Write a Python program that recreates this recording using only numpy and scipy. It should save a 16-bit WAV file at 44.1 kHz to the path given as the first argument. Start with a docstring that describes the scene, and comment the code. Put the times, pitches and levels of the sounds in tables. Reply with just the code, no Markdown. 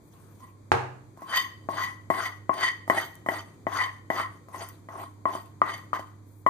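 """A faint scrape, then one heavy knock on a kitchen worktop. After it a wooden spatula clears the last
of a mixture from a thick glass bowl, close to a stereo pair of microphones. The blade lands with soft
knocks and drags along the wall; both set glass and wood ringing, while the contact rasps and hisses
and the wet film pops. Mains hum and room noise lie underneath, a faint high rustle comes at either
end, and the kitchen adds a short tail."""
import sys
import numpy as np
from scipy import signal
from scipy.fft import rfft, irfft
from scipy.io import wavfile

SR = 44100
rng = np.random.default_rng(int(sys.argv[2]) if len(sys.argv) > 2 else 0)


def store_pcm(level_fs):
    """Save levels as 16-bit WAV."""
    pcm = np.round(np.clip(level_fs, -1, 1) * 32767).astype(np.int16)
    wavfile.write(sys.argv[1], SR, np.atleast_2d(pcm).T)


N = 286209


def from_db(db):
    """Amplitude of a level in dB."""
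    return 10 ** (np.asarray(db) / 20)


def unit_rms(x):
    """The signal scaled to an rms of 1."""
    return x / np.sqrt(np.mean(x ** 2) + 1e-20)


def curves(rows):
    """One curve per column, joining rows that begin with a time in seconds."""
    times, *columns = np.transpose(rows)
    return [np.interp(np.arange(N) / SR, times, column) for column in columns]


def sides(pan_db):
    """Gains at the two microphones; pan is always left minus right in dB."""
    return from_db(np.array([pan_db / 2, -pan_db / 2]))


def drift(rate_hz):
    """Random wander with an rms of 1: noise through a double one-pole low-pass."""
    r = np.exp(-2 * np.pi * rate_hz / SR)
    return unit_rms(signal.lfilter([1], [1, -2 * r, r * r], rng.standard_normal(N + SR))[SR:])


def filtered(x, order, hz, kind):
    """The signal through a Butterworth filter."""
    return signal.sosfilt(signal.butter(order, hz, kind, fs=SR, output="sos"), x)


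def low_cut(x, hz):
    """Bass roll-off, as from a small body that sends out little below its lowest mode."""
    return filtered(x, 3, hz, "high")


def coloured_noise(spectrum, pan, likeness):
    """Stereo noise with level, pan and left-right likeness set by frequency; its mid has an rms of 1."""
    log_hz = np.log(np.maximum(np.fft.rfftfreq(N, 1 / SR), 1))
    gain_db, pan_db, alike = (np.interp(log_hz, np.log(hz), values)
                              for hz, values in map(np.transpose, (spectrum, pan, likeness)))
    alike = np.clip(alike, 0, 1)
    mid, side = rfft(rng.standard_normal((2, N)))
    pair = np.sqrt(1 + alike) * mid + np.sqrt(1 - alike) * side * [[1], [-1]]
    noise = irfft(pair * from_db(gain_db) * sides(pan_db), N)
    return noise / np.sqrt(np.mean(noise.mean(axis=0) ** 2))


def ring(modes, forces):
    """Each mode rings with its own force and reaches the microphones with its own pan and phase."""
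    out = np.zeros((2, N))
    for (hz, level_db, t60, pan_db, offset_ms), force in zip(modes, forces):
        r, w = from_db(-60 / (t60 * SR)), 2 * np.pi * hz / SR
        poles = [1, -2 * r * np.cos(w), r * r]
        for mic, phase in enumerate([0, 2 * np.pi * hz * offset_ms / 1000]):
            mode = signal.lfilter([-np.sin(phase), r * np.sin(w + phase)], poles, force[mic] + 1e-18)
            out[mic] += from_db(level_db) * sides(pan_db)[mic] * mode
    return out


def blows(times, db, pan_db, sharpness_hz):
    """Force of soft contacts: smooth bumps, wider when the contact is softer."""
    out, t = np.zeros((2, N)), np.arange(200) / SR
    bump = np.exp(-.5 * (2 * np.pi * sharpness_hz * (t - .001)) ** 2)
    for start, level_db, side_db in zip(times, db, pan_db):
        at = round(start * SR)
        force = np.outer(sides(side_db), -from_db(level_db) * bump / bump.sum())
        out[:, at:at + len(t)] += force[:, :N - at]
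    return out


def bursts(times, db, pan_db, decay_s, above_hz):
    """Bright noise bursts that die fast."""
    out, t = np.zeros((2, N)), np.arange(2000) / SR
    for start, level_db, side_db in zip(times, db, pan_db):
        at = round(start * SR)
        burst = from_db(level_db) * rng.standard_normal((2, len(t))) * np.exp(-t / decay_s)
        out[:, at:at + len(t)] += sides(side_db)[:, None] * burst[:, :N - at]
    return low_cut(out, above_hz)


def room_tone():
    """The kitchen's own noise, mostly bass, its level wandering slightly."""
    # Colour of the room noise. Each row: frequency in Hz, relative density in dB.
    spectrum = [(15, -47.5), (25, -27.5), (110, -3), (221, -9.5), (305, -8), (782, -24), (997, -19.5),
                (1490, -31), (2420, -32), (2850, -59), (3170, -38), (4750, -35.5), (5140, -44.5),
                (6550, -33.5), (15500, -49.5)]
    # Its balance across the pair. 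Each row: frequency in Hz, pan in dB.
    pan = [(60, -8), (110, 0), (200, 3), (380, 1.5), (700, -0.5), (1290, 1), (2380, 5), (4400, 0),
           (8120, 1), (15000, 12.5)]
    # How alike the microphones hear it. Each row: frequency in Hz, likeness (below 0 counts as 0).
    likeness = [(60, 0.59), (130, 0.88), (290, 0.85), (640, 0.22), (1410, -0.28), (3100, -0.71),
                (6820, -0.62), (15000, -0.37)]
    return from_db(-55.5 + drift(2.1)) * coloured_noise(spectrum, pan, likeness)


def mains_hum(hz=100.7, third_db=-12.5):
    """A wavering mains hum with a weak third harmonic, a little to the right."""
    # Course of the hum. Each row: time in seconds, level in dB.
    levels = [(0.0, -80), (0.12, -57), (0.67, -53), (1.0, -50.5), (1.32, -62.5), (1.5, -51.5),
              (2.46, -49.5), (2.56, -57.5), (2.95, -49), (3.18, -58.5), (3.4, -46.5), (3.54, -60.5),
              (3.72, -46.5), (4.07, -53), (4.26, -47.5), (4.48, -58), (4.6, -47), (4.83, -56), (5.01, -51),
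              (6.49, -51.5)]
    phase = 2 * np.pi * hz * np.arange(N) / SR + 0.31 * drift(6.1)
    tone = np.sqrt(2) * (np.sin(phase) + from_db(third_db) * np.sin(3 * phase))
    return from_db(curves(levels)[0]) * tone * sides(-3.5)[:, None]


def rustle(fade_db_per_s=400):
    """Thin, uneven noise at the top of the range, mostly in the left microphone."""
    # Spells of rustling. Each row: start in seconds, end in seconds, level in dB.
    spells = [(0.04, 0.5, -70), (6.276, 6.42, -68)]
    t = np.arange(N) / SR
    noise = low_cut(rng.standard_normal((2, N)), 8500) * sides(13.0)[:, None]
    gain = sum(from_db(db - fade_db_per_s * abs(t - np.clip(t, start, end))) for start, end, db in spells)
    return gain * from_db(1.8 * drift(30)) * noise


def kitchen_reverb(x, t60_s=0.47, wall_cut_hz=9000):
    """Diffuse tail off the walls: alike at both microphones in the bass, dying faster in the treble."""
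    t = np.arange(SR) / SR
    white = rng.standard_normal((2, SR))
    low = filtered(white, 1, wall_cut_hz, "low")
    tail = low * from_db(-60 * t / t60_s) + (white - low) * from_db(-60 * t / (.7 * t60_s))
    tail *= np.clip((t - .003) / 0.0027, 0, 1)   # first walls a metre or two away
    tail /= np.sqrt(np.sum(tail ** 2, axis=1, keepdims=True))
    mid = tail.mean(axis=0)
    return signal.fftconvolve(x, mid + low_cut(tail - mid, 340), axes=1)[:, :N]


def worktop_knock(at_s=.717):
    """One blow: the board thuds briefly, its lowest modes hang on and loose things on it rattle."""
    # Worktop modes. Each row: frequency in Hz, gain in dB, seconds to fall 60 dB, pan in dB,
    # time offset at the right microphone in ms.
    modes = [(101, -26, .8, -7.5, 0.02), (126.3, -30, 0.74, -8, 0.02), (372.5, -23.5, 0.32, -7, .02),
             (462, -27.5, 0.17, -15, 0.072), (850, -4.5, 0.019, 2, 0.16), (1188, 5, 0.004, 3, 0.21),
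             (1590, -11, 0.022, 7.5, 0.12), (2580, 2.5, 0.0025, -9.5, 0.16)]
    force = blows([at_s], db=[-3.5], pan_db=[0], sharpness_hz=1601)
    thud = ring(modes, [force] * len(modes))
    rattle = bursts([at_s + 0.0023], db=[-21], pan_db=[3.0], decay_s=0.007, above_hz=2200)
    return low_cut(thud, 73.2) + filtered(rattle, 2, 5000, "low")


def film_snaps():
    """Tiny pops as the wet film snaps off the glass."""
    # The pops. Each row: start in seconds, level in dB, pan in dB.
    snaps = [(0.138, -55, -2), (1.2092, -49, 11), (2.5406, -46, 29), (3.1452, -51, 20), (3.1543, -40.5, 20),
             (3.758, -65, 21), (4.688, -30.5, 10.5), (5.459, -54, 16), (5.779, -38, 7)]
    return bursts(*np.transpose(snaps), decay_s=0.00087, above_hz=8000)


def friction_hiss(db, flicker_db=2.5, flicker_hz=14):
    """The wet film tears in small bursts; each band of the hiss flickers on its own."""
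    # Colour of the friction. Each row: frequency in Hz, relative density in dB.
    spectrum = [(1500, -20.5), (2400, -1.5), (3500, -2), (5300, -8), (6300, 2), (7500, -8), (9500, -7),
                (10600, -11.5), (12000, -1.5), (14000, -20), (15700, -19)]
    # Its balance across the pair. Each row: frequency in Hz, pan in dB.
    pan = [(60, -21.5), (110, -1.5), (200, 0.5), (380, 13), (700, -43.5), (1290, 6), (2380, 8.5),
           (4400, -11.5), (8120, 13), (15000, 19.5)]
    crackle = from_db(2.2 * drift(570) + 1.6 * drift(50))
    noise = coloured_noise(spectrum, pan, likeness=[(500, 0.74), (3000, 0.16), (15000, .2)])
    edges_hz = np.geomspace(1200, 18000, 7)
    hiss = sum(from_db(flicker_db * drift(flicker_hz)) * filtered(noise, 2, band, "band")
               for band in zip(edges_hz, edges_hz[1:]))
    return from_db(db) * crackle * hiss


def gap_rasp(db, hz, width_hz=306):
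    """The air gap between blade and wall resonates; its pitch slides as the blade moves."""
    r = np.exp(-2 * np.pi * width_hz / SR)
    slow = signal.lfilter([1], [1, -2 * r, r * r], rng.standard_normal((2, N)))
    phase = 2 * np.pi * np.cumsum(hz) / SR
    return from_db(db) * unit_rms(slow[0] * np.cos(phase) + slow[1] * np.sin(phase))


def stroke_curves(settle_s=.034, travel_s=0.11, hiss_over_treble_db=5.5):
    """Levels, pitch and pan of the drag; the blade is off the glass between strokes."""
    # Course of the drag, one list a stroke. Each row: time in seconds, then the treble of the
    # friction, the ringing of the bowl and the rasp, all in dB.
    drags = [
        [(0.1, -94, -85, -95), (0.128, -72, -85, -92), (0.14, -72, -62, -74), (0.326, -76, -79, -72),
         (0.388, -74, -84, -92), (0.402, -74.5, -54, -91), (0.428, -69, -48, -92), (0.62, -89, -71, -94)],
        [(1.2, -79, -52.5, -67), (1.224, -68, -45, -69), (1.248, -70.5, -52, -83), (1.296, -54, -45, -45),
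         (1.338, -50.5, -29, -38), (1.372, -44, -29.5, -37), (1.456, -63, -40, -68), (1.56, -94, -59, -89)],
        [(1.725, -57.5, -39.5, -58), (1.755, -54.5, -42, -60), (1.765, -54.5, -38, -53),
         (1.781, -52.5, -38, -39.5), (1.817, -54, -34, -37.5), (1.835, -51, -31, -49), (1.889, -62, -38.5, -71),
         (2.0, -82, -56, -68)],
        [(2.137, -54.5, -34, -48), (2.169, -54, -35.5, -52), (2.203, -51.5, -36.5, -34.5),
         (2.243, -53, -34, -40), (2.267, -50, -34.5, -51), (2.301, -62.5, -40.5, -48), (2.375, -73, -56, -68),
         (2.4, -82.5, -56, -67.5)],
        [(2.53, -65, -36, -54), (2.54, -55.5, -34, -55), (2.572, -56.5, -38, -53), (2.614, -50, -28, -34.5),
         (2.672, -50, -27.5, -43), (2.678, -52, -26.5, -55), (2.762, -72, -50, -72), (2.8, -81, -53, -75)],
        [(2.936, -51, -38, -41), (2.98, -45.5, -28, -42), (3.02, -49, -37, -42.5), (3.052, -51.5, -43.5, -52),
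         (3.13, -75, -54, -76), (3.154, -66, -63, -77), (3.164, -75, -68, -75), (3.2, -71, -57, -72)],
        [(3.324, -53.5, -41, -47), (3.37, -53.5, -37, -45.5), (3.41, -56, -46.5, -50), (3.444, -73, -64.5, -71),
         (3.492, -70.5, -64, -74), (3.532, -81, -72, -81), (3.544, -69, -68, -87), (3.56, -88, -82, -92)],
        [(3.702, -59, -43, -46), (3.714, -56, -38, -54), (3.764, -49.5, -33.5, -33.5),
         (3.812, -53, -24.5, -37.5), (3.834, -50, -29.5, -43), (3.902, -70.5, -38.5, -63),
         (3.952, -69, -59, -67), (4.0, -75.5, -53, -66)],
        [(4.137, -56, -33, -52), (4.155, -54.5, -38, -51), (4.167, -51.5, -30.5, -37), (4.205, -52, -28, -29.5),
         (4.219, -54.5, -35, -40), (4.237, -60, -33.5, -48), (4.285, -75, -47, -53), (4.38, -73, -60, -72)],
        [(4.521, -69, -52, -65.5), (4.551, -56.5, -41, -57), (4.573, -56, -48.5, -62),
         (4.627, -49.5, -42.5, -49), (4.679, -65, -53.5, -61), (4.693, -57, -50, -59), (4.719, -70, -59, -70),
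         (4.8, -73, -74, -75)],
        [(4.922, -69, -53.5, -56), (4.998, -58.5, -42, -57), (5.012, -58.5, -44.5, -65),
         (5.038, -57.5, -43, -51.5), (5.072, -71, -47.5, -73), (5.146, -79, -69, -84), (5.158, -84, -73, -87.5),
         (5.18, -87.5, -67.5, -94)],
        [(5.291, -63.5, -38.5, -54), (5.307, -63, -33.5, -55), (5.329, -59, -42, -65), (5.355, -57, -36.5, -52),
         (5.387, -62, -40.5, -59), (5.447, -73.5, -57, -68), (5.459, -68.5, -59.5, -68), (5.52, -88, -63, -74)],
        [(5.657, -62.5, -37, -41), (5.695, -54, -34.5, -33.5), (5.731, -57.5, -39, -52), (5.739, -52, -34, -47),
         (5.771, -65.5, -43.5, -61), (5.781, -61, -41, -57), (5.793, -68, -44, -60), (5.86, -74, -63, -73)],
        [(5.966, -58.5, -31, -40), (5.98, -66.5, -49, -57), (5.998, -61, -45, -57), (6.014, -69, -48, -55),
         (6.026, -69, -43, -62), (6.058, -78, -59, -68), (6.062, -73.5, -56.5, -66), (6.2, -85, -75, -80)],
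    ]
    # Where the blade bears in each stroke. Each row: drive of the low and middle glass modes in dB
    # against the ringing, of the upper modes and the wood in dB against the treble, rasp pitch in Hz,
    # its slide in Hz per second, pan in dB.
    bearings = [(-24, -39, -25, -37, 1300, -900, -3.5), (-24, -21, -2, -29, 1400, -300, -2),
                (-23, -23.5, -9.5, -28.5, 1400, -1500, -2.7), (-28, -24, -10.5, -28, 1300, -2500, -2.5),
                (-27, -24, -7.5, -20, 1500, -900, -2.5), (-41.5, -20.5, -18, -17, 1400, -300, -4.5),
                (-28.5, -25.5, -21, -14, 1350, -1500, -5.5), (-22.5, -23, -13, -24, 1400, -5000, -2),
                (-25.5, -26.5, -14.5, -17, 1250, -900, -3), (-23.5, -24.5, -18, -22.5, 1300, 901, -3.5),
                (-22.5, -36, -24, -19.5, 1200, -300, -5), (-25, -35, -14.5, -12.5, 1220, 303.5, -4),
                (-30.5, -23, -8.5, -23, 1220, -300, -3.5), (-23, -28.5, -12, -11.5, 1400, 298.5, -5)]
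    # How those four drives follow ringing or treble. Each row: dB per dB below the stroke's peak,
    # lean along the stroke in dB per second.
    follow = [(1.1, -37.5), (1.83, 33), (1.91, 50.5), (1.59, -130)]
    steepness, lean = np.transpose(follow)
    lift_db = -60 * np.array([0, 1, 1, 1, 1, 1, 0, 1, 0])   # lowers only the level columns
    time_column = np.eye(9)[0]
    rows = []
    for drag, (*drive_db, hz, slide, pan_db) in zip(drags, bearings):
        times, treble, ringing, rasp = np.transpose(drag)
        guide = np.transpose([ringing, ringing, treble, treble])
        peak = guide.max(axis=0)
        along_s = np.clip(times - times[treble.argmax()], -travel_s, travel_s)   # 0 at the fastest moment
        drives = peak + drive_db + steepness * (guide - peak) + np.outer(along_s, lean)
        pitch = hz + slide * along_s
        stroke = np.c_[times, drives, rasp, pitch, treble + hiss_over_treble_db, [pan_db] * len(times)]
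        before = stroke[0] - (settle_s + .002) * time_column + lift_db
        landing = stroke[0] - settle_s * time_column + lift_db / 10
        after = stroke[-1] + .02 * time_column + lift_db
        rows += [before, landing, *stroke, after]
    return curves(rows)


def spatula_in_bowl(contact_hz=1325, rasp_to_glass_db=-14):
    """Knocks and the rough drag of the blade drive glass and wood; the contact rasps and hisses."""
    # Landings of the blade. Each row: time in seconds, force in dB, then against that force the drive
    # of the wood, the 1.2 kHz mode and the higher modes in dB, then pan in dB, splash level in dB.
    taps = [(0.4031, -45, -35, -14, -18.5, 0, -62), (1.173, -50.5, -4, -2.5, -26, -1, -61),
            (1.219, -40, -5.5, -12, -17, 1, -55), (1.687, -24, -7.5, -26, -44, 4, -58),
            (2.101, -17.5, -7, -3.5, -2, 6, -47), (2.493, -15, -13, -30, -15, 8, -63),
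            (2.8772, -40.5, 0, 14, 4.5, -3, -49), (2.898, -14, -9.5, 2.5, 5.5, 3, -38.5),
            (3.261, -29.5, -7.5, 7, 2, 0, -51), (3.286, -25, -3, -19, 13, 3.5, -44.5),
            (3.667, -24.5, -4.5, -1, 1.4, 7, -64.5), (4.101, -24, -4, -13, 8.5, 5.5, -49),
            (4.1996, -22.5, -18, 9, -28, -10, -52), (4.484, -45.5, -10.5, 1.5, -14, 7, -63),
            (4.544, -33.5, -25, -10, -2, 11, -58), (4.886, -38, -9.5, 4.5, 2, 1, -62),
            (5.254, -14, -16.5, -9.5, -11.5, 3, -59), (5.3504, -26.5, -10, -9.5, -24.5, -2, -52.5),
            (5.616, -15, -14.5, 17, -5.5, -2, -71), (5.93, -26, -16, 18, -17, 2.1, -57),
            (5.993, -35.5, -4, -8, 0, 1.5, -54), (6.463, -10, -17.5, -3.5, -6.5, 4.5, -49)]
    # Modes of the glass bowl. Each row: frequency in Hz, gain in dB, seconds to fall 60 dB, pan in dB,
    # time offset at the right microphone in ms.
    glass_modes = [(1039, -4, 0.087, -2, 0.081), (1083, -2, 0.11, 9.5, 0.31), (1198, -5, 0.025, 10.5, 0.24),
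                   (1815, -8, 0.04, 3, 0.13), (1892, -6.5, 0.1, -5, 0.15), (1959, 1.5, 0.079, 10, 0.12),
                   (2152, -16, 0.11, -4, 0.033), (3097, 0, 0.059, 4, 0.081),
                   (3510, -0.5, 0.011, 10.5, 0.066), (4630, -11, 0.03, 4, 0.023),
                   (4616, 0, 0.025, 8.5, 0.068), (4820, -15.5, 0.073, -2.5, 0.017),
                   (6430, -11, 0.033, -5.5, 0.049), (8230, -17, 0.03, -5, 0.021)]
    # Modes of the wooden blade and the air in the bowl, with the same columns.
    wood_modes = [(177, -12, 0.029, -4.5, .02), (309, -9, 0.15, -2.5, .02), (376.3, -2, 0.073, -2.5, .02),
                  (673.4, 6.5, 0.045, 8, 0.052), (785, 6, 0.03, 8, 0.059), (909.3, 4.5, 0.081, -2.5, 0.21),
                  (1545, 5, 0.0045, 16, 0.09)]
    times, force_db, wood_db, side_mode_db, higher_db, pan_db, splash_db = np.transpose(taps)
    times = times + 0.0004   # each landing sounds 0.4 ms after its listed time
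    low_db, middle_db, upper_db, rumble_db, rasp_db, rasp_hz, hiss_db, drag_pan_db = stroke_curves()
    grip = from_db(2.2 * drift(80))   # the blade grips unevenly
    rough = rng.standard_normal((len(glass_modes) + len(wood_modes), N)) * grip

    # The spot struck decides how each group of glass modes answers.
    low_tap = blows(times, force_db, pan_db, contact_hz)
    side_tap = blows(times, force_db + side_mode_db, pan_db, contact_hz)
    high_tap = blows(times, force_db + higher_db, pan_db - 4.5, contact_hz)
    knocks = [low_tap, side_tap, high_tap, high_tap]
    drags = [from_db(db) * sides(drag_pan_db)
             for db in (low_db, rasp_db + rasp_to_glass_db, middle_db, upper_db)]
    groups = np.searchsorted([1150, 1600, 2600], np.array(glass_modes)[:, 0])   # edges in Hz
    glass = ring(glass_modes, [knocks[g] + drags[g] * noise for g, noise in zip(groups, rough)])

    wood_tap = blows(times, force_db + wood_db, pan_db, contact_hz)
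    wood = ring(wood_modes, [wood_tap + from_db(rumble_db) * noise for noise in rough[len(glass_modes):]])
    hiss = friction_hiss(hiss_db)
    splash = bursts(times, splash_db, pan_db + 6, decay_s=0.019, above_hz=4000)   # mixture squeezed out
    rasp = grip * gap_rasp(rasp_db, rasp_hz) * sides(drag_pan_db + 7.5)
    return low_cut(glass, 436) + low_cut(wood, 160) + rasp + hiss + splash


def close_pair(x, alike_below_hz=200):
    """Bass from a near source reaches both microphones alike."""
    side = filtered((x[0] - x[1]) / 2, 1, alike_below_hz, "high")
    return x.mean(axis=0) + side * [[1], [-1]]


def scene():
    """The bowl close and fairly dry, the worktop knock with more room, the background beneath."""
    bowl = spatula_in_bowl() + film_snaps()
    knock = worktop_knock()
    room = kitchen_reverb(from_db(-12.5) * bowl + from_db(-3) * knock)
    return close_pair(bowl + knock + room) + mains_hum() + room_tone() + rustle()


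def record(dry):
    """The loudest peaks are rounded softly, and the recorder cuts the top of the treble."""
    knee, headroom, cutoff_hz = .6, .33, 15800
    squeezed = np.sign(dry) * (knee + headroom * np.tanh((abs(dry) - knee) / headroom))
    rounded = np.where(abs(dry) < knee, dry, squeezed)
    return signal.sosfilt(signal.cheby2(20, 60, cutoff_hz, fs=SR, output="sos"), rounded)


dry = scene()
out = record(dry)
store_pcm(out)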